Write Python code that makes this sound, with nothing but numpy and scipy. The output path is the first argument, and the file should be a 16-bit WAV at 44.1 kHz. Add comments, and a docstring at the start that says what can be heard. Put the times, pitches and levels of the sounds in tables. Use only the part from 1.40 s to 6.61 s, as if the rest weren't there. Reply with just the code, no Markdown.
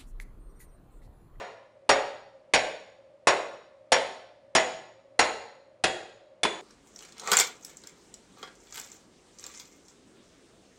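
"""Hammering a bearing out of a wheel

A hammer drives a steel bearing remover into the hub of a spoked wheel lying on a workshop floor.
Each blow is a noise crack, decaying noise clatter and damped modes of wheel and rod, with singing spokes.
The rod's modes change as the bearing slips and comes free; the rod then drops with a second, dull knock.
The hall adds a wall echo and a diffuse tail, over a faint ventilation drone of coloured noise."""
import sys
import numpy as np
from scipy import signal
from scipy.fft import rfft, irfft, next_fast_len
from scipy.io import wavfile

SR = 44100
rng = np.random.default_rng(int(sys.argv[2]) if len(sys.argv) > 2 else 0)


def wrap_up_sound(samples):
    """Save the sound to the file named by the first command line argument, as 16-bit audio."""
    columns = np.atleast_2d(samples).T
    # keep every value between -1 and 1, then stretch to whole-number steps
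    tamed = np.clip(columns, -1, 1)
    steps = np.round(tamed * 32767).astype(np.int16)
    wavfile.write(sys.argv[1], SR, steps)


N = 229871  # samples
TOP_HZ = 10450  # upper band limit of the crack and of the recorder

# hammer blows: start_s, level_db, hollow_knock_db, spoke_song_db, seat (how the rod sits)
BLOWS = [(-.15, -0.5, 3, -7, "wedged"), (0.4913, 1, 2.5, -6.5, "wedged"), (1.1363, 2, -4.5, -2, "wedged"),
         (1.871, 0, 4, -3, "wedged"), (2.5194, .5, -2, -10.5, "wedged"), (3.1506, .5, 0, 3, "wedged"),
         (3.7914, -1, 2, 2.5, "wedged"), (4.4381, -3.5, -1, 0.5, "slipping"), (5.0325, -6, -2, 2.5, "free")]


def hammering():
    """Superposition of impulse responses: every blow excites wheel, rod and spokes, then the hall."""
    # modes of the rod for each seat: pitch_hz, level_db (relative), t60_s, swell_s
    wedged_modes = [(3440, -7, .15, .004), (4366, -10, .1, .004), (4522, -8, .1, .004),
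                    (5060, 1, .08, .008), (5591, 27, .072, .045), (5578, -21, .65, .02),
                    (6794, 9, .08, .013), (8157, -4, .09, .006), (9970, -8, .08, .003)]
    slipping_modes = [(581, 2, .14, .003), (643, -9, .5, .003), (2546, -2, .13, .003),
                      (3295, -2, .15, .003), (3310, -12, .5, .003), (9577, -2, .08, .002)]
    free_modes = [(2164, 1, .14, .002), (2471, -4, .14, .002), (3470, 17, .045, .003), (3448, 2, .42, .004),
                  (3479, -2, .4, .004), (5017, -9, .15, .002), (8161, -16, .25, .002),
                  (8931, -13, .15, .002), (9970, 0, .08, .002)]
    # how loose the rod sits, by seat: looseness (0 tight, 1 free)
    looseness = {"wedged": 0, "slipping": .55, "free": 1}
    rod_modes = {"wedged": wedged_modes, "slipping": slipping_modes, "free": free_modes}
    rod_db = -23.5
    shortening = 0.27  # share of the clatter's length that a free rod loses

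    # a second of lead-in holds the first blow, which is already dying away at the start
    out = np.zeros(N + 2 * SR)
    t = np.arange(SR) / SR
    for start_s, level_db, knock_db, song_db, seat in BLOWS:
        loose = looseness[seat]
        colour = blow_colour(start_s, knock_db, loose)
        knock = wheel(*colour, length=1 - shortening * loose)
        rod = amp(rod_db) * ring(rod_modes[seat], t)
        song = spokes(song_db, t)
        # the rod's thin ring fills the hall less than the wheel's knock does
        echoes = hall(knock + amp(-6) * rod)
        start = round((start_s + 1) * SR)
        out[start:start + SR] += amp(level_db) * (knock + rod + song + echoes)
    return out[SR:SR + N]


def blow_colour(start_s, knock_db, loose):
    """Contact and seating set the spectral balance: boom, thud, knock, clang and treble in dB."""
    # a hollow blow also booms more, by 0.65 dB per dB of knock
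    boom_db = -1 + 0.65 * knock_db + 7 * loose
    thud_db = 2 - 5.5 * loose
    clang_db = 0.7
    # the blows brighten by 1.43 dB per second as the bearing is driven out
    treble_db = -1.23 + 1.43 * start_s - 0.5 * loose
    return boom_db, thud_db, knock_db, clang_db, treble_db


def wheel(boom_db, thud_db, knock_db, clang_db, treble_db, length):
    """Impact excitation of a built-up structure: a crack, dense clatter and modes of hub and rim, for 1 s."""
    # dense clatter of spokes and hub: frequency_hz, density_db (per Hz, relative)
    clatter_spectrum = [(25, -21.5), (100, -18), (250, -12), (450, -3), (780, -1), (1300, -7.5), (2000, -5),
                        (3000, -11), (4400, -13), (6000, -16), (8500, -21.5), (10300, -22.5)]
    # decay of the clatter at length 1: frequency_hz, t60_s
    clatter_decay = [(100, 0.18), (700, 0.19), (2000, 0.23), (5000, 0.15), (10000, 0.043)]
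    # modes of hub and rim: pitch_hz, level_db (relative), t60_s
    wheel_modes = [(468, -11, .25), (528, -10, .25), (554, -10, .3), (646, -14, .25), (725, -3, .12),
                   (781, -4, .12), (856, -5, .12), (1080, -6, .12), (1420, -6, .11), (1686, -8, .1),
                   (1855, -6, .1), (1997, -10, .22), (2552, -7, .13), (3101, -13, .12)]

    t = np.arange(SR) / SR
    t60s = [(hz, length * t60) for hz, t60 in clatter_decay]
    dense = noise(lambda hz: amp(along(clatter_spectrum, hz)), SR)
    clatter = amp(-14.5) * dying(dense, t60s)
    # loose contacts chatter, so the clatter comes in bursts a few milliseconds long
    chatter_db = 1.8 * noise(lambda hz: (hz > 40) & (hz < 200), SR)
    clatter *= amp(chatter_db)
    body = clatter + amp(-24) * length * ring(wheel_modes, t)

    # how squarely the hammer lands sets the colour
    colour = [(100, 0.0024), (350, boom_db), (680, thud_db),
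              (1080, knock_db), (2000, clang_db), (7500, treble_db)]
    body = filtered(body, lambda hz: amp(along(colour, hz)))

    # steel on steel: a few milliseconds of bright crack
    bright = noise(lambda hz: (hz < TOP_HZ) * hz / (hz + 1200), SR)
    crack = amp(-28.5 + treble_db) * bright * np.exp(-(t / 0.0049) ** 2)
    onset = 1 - np.exp(-t / 0.00058)
    return (body + crack) * onset


def ring(modes, t):
    """Modal synthesis: damped sines of slightly new strength each time; a swell time makes a mode build up."""
    pitch_hz, level_db, t60_s, *swell_s = np.transpose(modes)[:, :, None]
    rise = 1 - np.exp(-(t / swell_s[0]) ** 2) if swell_s else 1
    strength_db = level_db + 1.5 * rng.standard_normal(pitch_hz.shape)
    envelope = amp(strength_db - 60 * t / t60_s) * rise
    phase = rng.random(pitch_hz.shape)  # cycles
    return np.sum(envelope * np.sin(2 * np.pi * (pitch_hz * t + phase)), axis=0)


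def spokes(song_db, t):
    """Near-degenerate resonators: the spokes, all nearly alike, sing on together after the rod has stopped."""
    decay = amp(song_db - 40.5 - 60 * t / 0.6)  # t60 0.6 s
    rise = 1 - np.exp(-t / 0.0041)
    return decay * rise * band(6810, 120, SR)


def drop():
    """A weaker, softer impact excites less treble: the freed rod lands with one short, dull knock."""
    # colour of the drop by band: boom_db, thud_db, knock_db, clang_db, treble_db
    drop_colour = dict(boom_db=6.5, thud_db=-4, knock_db=-0.5, clang_db=-4.5, treble_db=-11)
    delay_s, level_db = 0.019, -1  # the delay counts from the last blow
    knock = amp(level_db) * wheel(**drop_colour, length=0.3)
    start = round((BLOWS[-1][0] + delay_s) * SR)
    return np.pad(knock + hall(knock), (start, 0))[:N]


def hall(x):
    """Room acoustics: a near wall's delayed reflection, then a diffuse tail by convolution with dying noise."""
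    # reverberation of the workshop: frequency_hz, t60_s
    hall_decay = [(100, 0.7), (550, 0.6121), (1200, 0.68), (2500, 0.61), (5000, 0.7141), (7000, .5),
                  (10000, 0.5)]
    # strength of its answer: frequency_hz, level_db
    hall_response = [(60, -9.5), (250, -8.5), (550, -1.5), (1000, -10), (2200, -10), (4000, -10.5),
                     (5600, -17.5), (6900, -8.5), (10000, -11.5)]
    t = np.arange(SR) / SR
    build_up = 1 - np.exp(-(t / 0.017) ** 2)
    tail = dying(rng.standard_normal(SR), hall_decay) * build_up
    tail = filtered(tail / np.linalg.norm(tail), lambda hz: amp(along(hall_response, hz)))

    def reflection(hz):
        """Delay as linear phase, 21 ms, with a first-order loss of treble above 3 kHz."""
        return amp(-15.5) * np.exp(-2j * np.pi * hz * 0.021) / (1 + 1j * hz / 3000)

    wall = filtered(x, reflection)
    return wall + signal.fftconvolve(x, tail)[:len(x)]


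def ventilation():
    """Broadband flow noise with resonant amplification: steady air and a few narrow duct resonances."""
    # air noise: frequency_hz, density_db (per Hz, relative)
    air_spectrum = [(15, -52.5), (25, -28), (102, -14.5), (156, -15.5), (384, -11.5), (447, -17),
                    (574, -2.5), (634, -6.5), (701, -13.5), (1640, -27), (2010, -25), (3670, -34),
                    (10000, -45), (13000, -76.5), (22000, -120)]
    # duct resonances: centre_hz, width_hz, level_db
    duct_resonances = [(112, 5, -75.5), (556.3, 21, -65.5), (537, 27, -62), (607.4, 19, -65)]
    air = amp(-63.5) * noise(lambda hz: amp(along(air_spectrum, hz)), N)
    return air + sum(amp(db) * band(centre, width, N) for centre, width, db in duct_resonances)


def band(centre_hz, width_hz, size):
    """A crowd of close resonances acts as narrow-band noise with a Lorentzian-like peak, here of rms 1."""
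    return noise(lambda hz: 1 / (1 + 2 * ((hz - centre_hz) / width_hz) ** 2), size)


def noise(response, size):
    """Spectral shaping: white noise through a frequency response, at rms 1."""
    return unit(filtered(rng.standard_normal(size), response))


def dying(x, t60s):
    """Frequency-dependent damping: each band of x decays exponentially at its own t60."""
    hz, t, spectrum = signal.stft(x, SR, nperseg=256)
    decay = amp(-60 * t / along(t60s, hz)[:, None])
    return signal.istft(spectrum * decay, SR)[1][:len(x)]


def filtered(x, response):
    """Linear filtering: the spectrum of x times a response of frequency, zero-padded by half a second."""
    size = next_fast_len(len(x) + SR // 2)
    spectrum = rfft(x, size) * response(np.fft.rfftfreq(size, 1 / SR))
    return irfft(spectrum, size)[:len(x)]


def along(points, hz):
    """Interpolation on a logarithmic frequency axis through (frequency, value) points."""
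    point_hz, values = np.transpose(points)
    return np.interp(np.log(hz + 1), np.log(point_hz), values)


def unit(x):
    """Normalisation by the root mean square, to rms 1."""
    return x / np.sqrt(np.mean(x ** 2) + 1e-20)


def amp(db):
    """The decibel law: 20 dB is a factor of ten in amplitude."""
    return 10 ** (np.asarray(db) / 20)


def scene():
    """Linear superposition of the hammering, the rod's drop and the drone."""
    return (hammering() + drop() + ventilation())[None]


def record(dry):
    """Saturation and band limiting: the recorder rounds off high peaks and cuts steeply above its limit."""
    ceiling = amp(-5.8)
    rounded = dry[0] / (1 + (dry[0] / ceiling) ** 4) ** (1 / 4)
    return filtered(rounded, lambda hz: 1 / np.sqrt(1 + (hz / TOP_HZ) ** 200))[None]


dry = scene()
out = record(dry)
wrap_up_sound(out)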